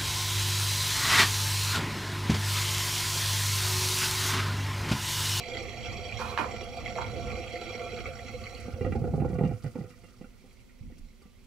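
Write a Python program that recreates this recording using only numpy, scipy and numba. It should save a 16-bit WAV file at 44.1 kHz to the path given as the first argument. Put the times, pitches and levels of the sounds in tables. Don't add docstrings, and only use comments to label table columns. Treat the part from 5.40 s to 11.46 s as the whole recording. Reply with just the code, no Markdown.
import sys
import numpy as np
from scipy import signal
from scipy.fft import rfft, irfft, next_fast_len
from scipy.io import wavfile
from scipy.ndimage import uniform_filter1d, map_coordinates
from numba import njit

SR = 44100
rng = np.random.default_rng(int(sys.argv[2]) if len(sys.argv) > 2 else 0)


def output_pcm(signal):
    pcm = np.clip(np.atleast_2d(signal).T, -1, 1) * 32767
    wavfile.write(sys.argv[1], SR, np.round(pcm).astype(np.int16))


N = 267246

# (frequency [Hz], bandwidth [Hz], relative level [dB])
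TRAP_MODES = [(174, 45, -0.5), (257, 49, -1.5), (362, 101, -3.5), (498, 43.4, 2), (710, 49, -10.5),
              (800, 66, -10), (1230, 86, -4), (1415, 80, -3.5), (1910, 72, -2.5), (2140, 620, -11),
              (2340, 112, -4), (2760, 58, -11.5)]
# (time [s], level [dB], frequency [Hz])
PLOP_EVENTS = [(0.0362, -30, 2090), (0.17, -25.5, 3230), (0.203, -30.5, 2350), (0.2843, -36.5, 2220),
               (0.58, -35, 462), (0.7235, -23.5, 2390), (1.137, -33, 461), (1.231, -32.5, 2780),
               (1.4599, -25.5, 2160), (1.4769, -26, 2094), (1.561, -28.5, 677), (1.76, -28, 490),
               (1.9021, -32, 2400), (2.131, -36.5, 505), (2.3411, -29.5, 2200), (2.46, -31.5, 485),
               (2.531, -33, 2200), (2.564, -30.5, 4050), (2.657, -33.5, 497), (2.6564, -23.5, 2240),
               (2.684, -30.5, 518), (2.7919, -34, 1950), (3.0388, -30.5, 4400), (3.0668, -27, 2240),
               (3.1488, -31, 4320)]
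LEFT_LAG = [0, .8, .2]
# (from [Hz], to [Hz])
LOW_MODES_HZ, THROAT_MODES_HZ, HIGH_MODES_HZ = (0, 1000), (1000, 1600), (1600, 20000)


def undb(db):
    return 10 ** (np.asarray(db) / 20)


def level(x, db):
    return x * undb(db) / np.sqrt(np.mean(x ** 2))


def curve(s, values):
    return np.interp(np.arange(N) / SR, s, values)


def envelope(table):
    return undb(curve(*np.transpose(table)))


def butterworth(x, order, hz, kind):
    return signal.lfilter(*signal.butter(order, hz, kind, fs=SR), x)


def resonate(x, hz, width_hz):
    return signal.lfilter(*signal.iirpeak(hz, hz / width_hz, fs=SR), x)


def decay(x, t60):
    return signal.lfilter([1], [1, -np.exp(-np.log(1000) / (t60 * SR))], x)


def coloured(points):
    hz, db = np.transpose(points)
    size = next_fast_len(N)
    bins_hz = np.arange(size // 2 + 1) * SR / size + 1
    gain = undb(np.interp(np.log(bins_hz), np.log(hz), db))
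    spectrum = rfft(rng.standard_normal(size)) * gain
    return level(irfft(spectrum, size)[:N], 0)


def walk(rate):
    k = int(SR / rate)
    steps = np.repeat(rng.standard_normal(N // k + 1), k)
    return uniform_filter1d(steps, k)[:N]


@njit
def rings(n, sr, start, hz, t60, size, glide, rise):
    out = np.zeros(n)
    for k in range(len(start)):
        length = int(t60[k] * sr)
        z, i0 = size[k] + 0j, int(start[k] * sr)
        p = np.exp(2j * np.pi * hz[k] / sr - np.log(1000) / length)
        turn = np.exp(2j * np.pi * hz[k] * glide / sr / length)
        for i in range(i0, min(i0 + length, n)):
            out[i] += z.imag * min((i - i0) / (rise * sr), 1.)
            z *= p
            p *= turn
    return out


def bubbles(count, lo_hz, hi_hz, cycles, spread_db):
    moment, pitch, strength = rng.random((count, 3)).T
    hz = lo_hz * (hi_hz / lo_hz) ** pitch
    size = undb(spread_db * np.minimum(-np.log(strength), 3.5))
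    return level(rings(N, 1. * SR, moment * N / SR, hz, cycles / hz, size, 0.22, 0.00033), 0)


def struck(table, glide, rise):
    s, db, hz, t60 = np.array(table, float).T.copy()
    return rings(N, 1. * SR, s, hz, np.clip(t60, .005, 1), undb(db), glide, max(rise, 1e-4))


def bursts(s, db, t60, crack):
    marks = np.zeros(N)
    marks[(np.array(s) * SR).astype(int)] = undb(db)
    return crack * marks + decay(marks, t60) * rng.standard_normal(N)


def ring(modes, drive, lo_hz, hi_hz, flicker_db, fade_db=0):
    fading_rows = (10, 12)
    total = 0
    for k, (hz, width_hz, db) in enumerate(modes):
        if lo_hz < hz < hi_hz:
            feed_db = db + flicker_db * walk(21.93) + fade_db * (k in fading_rows)
            total = total + (-1) ** k * resonate(drive * undb(feed_db), hz, width_hz)
    return total


def bend(x, swing_s):
    wander = swing_s * SR * uniform_filter1d(walk(25.), size=900)
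    return map_coordinates(x, [np.arange(N) + wander], mode="mirror")


def stream():
    # (frequency [Hz], bandwidth [Hz], relative level [dB])
    pipe_modes = [(234.7, 10.7, -9.5), (349.7, 35.4, -3.5), (479.6, 42, 6.5), (518.5, 53.6, 5),
                  (704.6, 28.8, 5), (778, 46.4, -2.5), (924, 53, -10.5), (1150, 47, -0.5), (1371, 80, 0),
                  (2139, 155, -10.5), (2363, 50, -5), (2590, 200, -15), (3270, 98, -9), (4050, 126, -12),
                  (4550, 144, -14), (5608, 140, -12), (6765, 170, -19.5), (7400, 124, -19.5),
                  (8220, 530, -30), (9500, 296, -39), (11900, 800, -35), (13600, 680, -40.5)]
    # (time [s], level [dB])
    churn_levels = [(0, -45), (1.5, -44.5), (1.9, -41.5), (2.5, -45.5), (2.78, -49.5), (3.3, -51),
                    (3.45, -51), (3.68, -48.5), (3.725, -53), (3.76, -46.5), (4.1, -50), (4.2, -65),
                    (4.5, -66.5), (4.75, -74), (6.06, -90)]
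    # (time [s], level over the churn [dB])
    neck_levels = [(0, -4), (1.2, -4), (3.3, -6.5)]
    # (time [s], level over the churn [dB])
    throat_levels = [(0, -14), (1.2, -10), (2.2, -13), (2.7, -6), (3.3, -7), (3.5, -20), (4.2, -7.5),
                     (6.06, -14)]
    # (time [s], level [dB])
    spray_levels = [(0, -46), (.4, -46), (1.3, -49), (2.1, -47.5), (2.7, -51), (3.24, -50.5), (3.34, -61),
                    (3.6, -66), (4.3, -72)]
    # (frequency [Hz], relative level [dB per Hz])
    rumble_spectrum = [(12, -71), (43, -6.5), (86, -0.5), (114, -1), (171, -16.5), (237, -7), (282, -20),
                       (320, -18), (420, -26.5), (700, -120)]
    # (time [s], level [dB])
    rumble_levels = [(0, -47), (.76, -42), (1.3, -42.5), (1.75, -42.5), (2.0, -39.5), (2.15, -45),
                     (2.7, -43.5), (2.8, -47.5), (3.38, -47), (3.49, -34.5), (3.6, -38.5), (3.72, -40),
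                     (3.8, -42), (4.05, -35), (4.2, -46.5), (4.75, -59.5), (6.06, -74.5)]
    neck_hz, swirl_s = 600, .0002
    air_in_s, air_in_db = (2.71, 2.76), -4.5

    surge, flow = walk(13.0), slaps()
    big = bubbles(count=700, lo_hz=200.6, hi_hz=1680.0, cycles=28.0, spread_db=3.0)
    churn = (big + undb(14.0) * rng.standard_normal(N)) * undb(0.67 * surge) * flow
    fine = bubbles(count=7000, lo_hz=1766.0, hi_hz=14570.0, cycles=34.0, spread_db=2.0)
    spray = (fine + undb(1.5) * rng.standard_normal(N)) * undb(0.48 * surge) * flow ** 1.15

    low = level(ring(pipe_modes, churn, LOW_MODES_HZ[0], neck_hz, 0.57), 0)
    neck = level(ring(pipe_modes, churn, neck_hz, LOW_MODES_HZ[1], 0.6), 0) * envelope(neck_levels)
    throat = level(ring(pipe_modes, churn, *THROAT_MODES_HZ, 3.6), 0) * envelope(throat_levels)
    high = ring(pipe_modes, spray, *HIGH_MODES_HZ, 1.8, curve(air_in_s, [0, air_in_db]))
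    high = level(bend(high, swirl_s), 0)
    water = envelope(churn_levels) * (low + neck + throat) + envelope(spray_levels) * high

    shared = coloured(rumble_spectrum)
    left = undb(-3.0) * (shared + 0.94 * coloured(rumble_spectrum))
    right = shared + 1.25 * coloured(rumble_spectrum)
    unsteady = undb(2.1 * surge + 1.45 * walk(5.58))
    return water, np.array([left, right]) * envelope(rumble_levels) * unsteady


def slaps():
    slaps_per_s, slap_db, spread_db, t60_s = 80, -7, 4.5, 0.027
    plop_slap_db = 27
    moment, strength = rng.random((int(slaps_per_s * N / SR), 2)).T
    s, db, _ = np.transpose(PLOP_EVENTS)
    marks = np.zeros(N)
    marks[(moment * N).astype(int)] = undb(slap_db + spread_db * np.minimum(-np.log(strength), 2.5))
    marks[(s * SR).astype(int)] = undb(db + plop_slap_db)
    return 1 + decay(marks, t60_s)


def plops():
    s, db, hz = np.transpose(PLOP_EVENTS)
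    t60 = 0.038 * (hz / 1000) ** -0.9
    return struck(np.transpose([s, db, hz, t60]), 0.011, 0.0017)


def trap():
    # (time [s], thump level [dB], pocket frequency [Hz], splash level [dB], spit level [dB])
    gulps = [(3.28, -31, 240, -29, -54), (3.336, -24.5, 83, -39, -35), (3.409, -20.5, 98, -21.5, -32),
             (3.444, -19.5, 88, -24.5, -29), (3.462, -20, 88.0, -23.5, -33),
             (3.52, -22.5, 118.0, -26, -28.5), (3.552, -36, 155.0, -23.5, -42),
             (3.617, -21.5, 152, -25, -49), (3.639, -24, 118, -23.5, -39), (3.673, -30, 133.0, -25.5, -49),
             (3.736, -16, 157, -16.5, -45), (3.777, -22, 173.0, -22.5, -67), (3.8, -17.5, 143, -33, -35.5),
             (3.818, -21, 73, -18, -46), (3.846, -22, 138, -20.5, -42), (3.879, -26, 226.0, -34.0, -43),
             (3.898, -22.5, 191.0, -26, -45), (3.929, -23.5, 170, -28.5, -41),
             (3.951, -24, 154, -29, -38.5), (3.985, -27, 151.0, -21, -34.0), (4.008, -18, 173.0, -18, -43),
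             (4.034, -11.5, 168, -22.5, -35), (4.049, -15, 183, -37, -31), (4.09, -20.5, 142, -47, -43),
             (4.11, -30, 72.4, -26.5, -44), (4.134, -21.5, 115, -47.5, -43),
             (4.241, -21.5, 140, -28.5, -34), (4.26, -22, 122, -35, -34), (4.354, -26, 241, -27.5, -40.0),
             (4.385, -25, 205, -36, -43), (4.406, -25, 138, -35, -41), (4.438, -30, 110, -38, -52),
             (4.502, -43, 163.0, -47, -39.5), (4.635, -51, 104.0, -42.5, -40), (4.81, -37, 222, -41, -47),
             (4.84, -37.5, 235, -43, -48), (5.037, -48, 254, -47, -59), (5.29, -70, 230, -55.5, -48),
             (5.409, -32, 102, -61, -65), (5.498, -45, 74.0, -47.5, -64), (5.52, -38, 247, -71.5, -50.5),
             (5.814, -56, 81, -49, -55), (5.853, -44.5, 217, -61, -50)]
    thump_t60_s, wobble_s = 0.084, 0.00031
    slosh_db, slosh_t60_s = -16, 0.21
    s, db, hz, splash_db, spit_db = np.transpose(gulps)

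    def wash(burst_db, t60, crack):
        splash = bursts(s, burst_db, t60, crack)
        slosh = bursts(s, burst_db + slosh_db, slosh_t60_s, 0)
        return splash + slosh * undb(2.9 * walk(60.))

    slap = ring(TRAP_MODES, wash(splash_db, 0.044, 8.0), *LOW_MODES_HZ, 1.0)
    slap = butterworth(slap, 2, 1500., "low")
    throat = ring(TRAP_MODES, wash((splash_db + spit_db) / 2, 0.087, 1.3), *THROAT_MODES_HZ, 3.4)
    spit = ring(TRAP_MODES, wash(spit_db, 0.058, 1.6), *HIGH_MODES_HZ, 0.71)
    thump = struck(np.transpose([s, db, hz, thump_t60_s + 0 * s]), -0.073, 0.0047)
    return bend(thump + undb(16.0) * slap + undb(3.0) * throat, wobble_s) + undb(8.5) * spit


def trickle():
    # (time [s], level [dB])
    trickle_levels = [(3.2, -93), (3.35, -84), (4.1, -67), (4.2, -66.5), (4.4, -66), (4.9, -75), (5.2, -84),
                      (6.06, -92)]
    drops = bubbles(count=1200, lo_hz=900., hi_hz=4150., cycles=7., spread_db=3.)
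    drive = drops + undb(2.0) * rng.standard_normal(N)
    return level(ring(TRAP_MODES, drive, 790., HIGH_MODES_HZ[1], 1.8), 0) * envelope(trickle_levels)


def drips():
    # (time [s], level [dB], frequency [Hz], t60 [s])
    drip_events = [(4.641, -61, 2770, 0.14), (4.813, -63, 2750, 0.1), (4.845, -64, 2740, .18),
                   (4.92, -69, 1940, .12), (5.203, -56, 2290, .03), (5.296, -66, 1926, .25),
                   (5.822, -64, 1175, 0.45)]
    return struck(drip_events, 0.004, 0.00085)


def slug():
    # (frequency [Hz], relative level [dB per Hz])
    slug_spectrum = [(12, -24), (25, 5.5), (45, 0), (70, -6.5), (120, -16), (250, -13.5), (400, -37),
                     (700, -75)]
    start_s, attack_s, hold_s, release_s = 5.395, 0.038, 0.263, 0.033
    slug_db, sag_db = -40.5, -12.5
    corners_s = start_s + np.cumsum([0, attack_s, hold_s, release_s])
    shape = curve(corners_s, undb(slug_db) * np.array([0, 1, undb(sag_db), 0]))
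    shared = coloured(slug_spectrum)
    left = 0.49 * shared + 0.74 * coloured(slug_spectrum)
    right = 1.1 * shared + 1.0 * coloured(slug_spectrum)
    return shape * undb(2.0 * walk(28.0)) * np.array([left, right])


def plug():
    # (time [s], relative level [dB])
    scrape_levels = [(.768, -62), (.784, -47.5), (.796, -32.5), (.83, -40), (.862, -36), (.93, -43.5),
                     (.968, -48), (.98, -77.5)]
    # (time [s], relative level [dB], contact brightness [Hz])
    knocks = [(0.9761, -22.5, 2830), (0.9874, -23.5, 2600), (0.997, -31.5, 1800), (1.008, -29, 1800),
              (1.044, -31.5, 1800), (1.581, -28.5, 1400), (1.586, -29, 1390), (1.606, -33, 1300),
              (1.619, -35, 1490)]
    # (frequency [Hz], relative level [dB], t60 [s])
    sheet_modes = [(724, -5, 0.13), (834, -10, 0.041), (930, 5, 0.055), (1030, 11, 0.014),
                   (1145, 2.5, 0.049), (1238, 2, 0.04), (1346, -6, 0.093), (1400, -2, 0.2),
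                   (1500, -6.5, 0.097), (1695, -14, 0.041), (2110, -11, .04), (2433, 2, 0.03)]
    knock_low_hz = 680
    boom_s, boom_db, boom_t60_s, boom_band_hz = .99, -17.5, 0.32, (169.4, 910)

    drag = envelope(scrape_levels) * undb(2.2 * walk(150.)) * rng.standard_normal(N)
    blows = np.zeros(N)
    for s, db, hz in knocks:
        blows += butterworth(bursts([s], db, 0.027, crack=6.9), 2, (knock_low_hz, hz), "band")
    s, db, hz = np.transpose(knocks)
    clatter = bursts(s, db + 31.0 * np.log10(hz / hz[0]), 0.13, crack=1.5)
    clatter = butterworth(clatter, 1, (3000., 8000.), "band")

    drive = undb(6.5) * blows + drag
    sheet = np.zeros(N)
    for hz, db, t60 in sheet_modes:
        width_hz = np.log(1000) / np.pi / t60
        sheet += undb(db) * np.sqrt(t60) * resonate(drive, hz, width_hz)
    boom = butterworth(bursts([boom_s], boom_db, boom_t60_s, crack=0), 2, boom_band_hz, "band")
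    rasp = butterworth(drag, 1, 6000., "high")
    return boom + undb(18.0) * sheet + undb(-29.0) * rasp + undb(-4.0) * blows + undb(-25.5) * clatter


def suds():
    # (time [s], level [dB])
    fizz_levels = [(0, -70), (3.1, -68), (3.4, -69.5), (4.3, -70), (4.7, -75), (6.06, -92)]
    # (time [s], relative level [dB])
    tick_events = [(0.228, -50), (0.7926, -53), (1.2366, -49.5), (3.2, -47), (4.235, -54), (4.501, -57),
                   (4.6394, -60), (5.056, -62), (5.128, -62), (5.203, -61), (5.581, -55.5), (5.8194, -58),
                   (6.04, -61)]
    pops = bubbles(count=1500, lo_hz=4330.0, hi_hz=13000.0, cycles=2.6, spread_db=2.5)
    hiss = butterworth(rng.standard_normal(N), 2, 4500., "high")
    fizz = envelope(fizz_levels) * level(pops + undb(-3.5) * hiss, 0)
    s, db = np.transpose(tick_events)
    ticks = butterworth(bursts(s, db, 0.034, crack=1.4), 2, (1300., 10000.), "band")
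    return fizz + undb(-0.5) * ticks


def kitchen():
    # (frequency [Hz], relative level [dB per Hz])
    hush_spectrum = [(15, -33.5), (25, 14), (160, -9), (253, 4), (313, -27.5), (368, -4), (433, -15.5),
                     (537, -11.5), (582, -17.5), (782, -23), (1270, -26), (1950, -25.5), (3080, -24),
                     (15500, -34)]
    hush_db = -55
    shared = coloured(hush_spectrum)
    left = undb(-3.0) * (0.7 * signal.lfilter(LEFT_LAG, 1, shared) + coloured(hush_spectrum))
    right = 0.91 * shared + coloured(hush_spectrum)
    return level(np.array([left, right]) * undb(0.55 * walk(21.0)), hush_db)


def place(x, pan_db, wet_db, t60):
    echo_low_hz = 490
    t = np.arange(int(t60 * SR)) / SR
    fade = np.exp(-np.log(1000) * t / t60) * np.minimum(t / 0.0054, 1)
    echoes = rng.standard_normal((2, len(t))) * fade
    echoes *= undb(wet_db) / np.sqrt(np.sum(echoes ** 2, axis=1, keepdims=True))
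    feed = butterworth(x, 1, echo_low_hz, "high")
    wet = signal.fftconvolve(feed[None], echoes, axes=1)[:, :N]
    direct = np.array([signal.lfilter(LEFT_LAG, 1, x), x])
    return (direct + wet) * undb([[pan_db / 2], [-pan_db / 2]])


def scene():
    water, rumble = stream()
    water = water + trap() + trickle() + plops() + drips()
    sound = place(water, pan_db=-5.5, wet_db=-3.5, t60=.1) + rumble + slug()
    sound = sound + place(suds(), pan_db=-2.0, wet_db=3.1, t60=.05)
    sound = sound + place(plug(), pan_db=-7.0, wet_db=-0.905, t60=.25)
    return sound + kitchen()


def record(dry):
    top_hz = 15720
    return signal.sosfilt(signal.ellip(14, .3, 80, top_hz, fs=SR, output="sos"), dry)


dry = scene()
out = record(dry)
output_pcm(out)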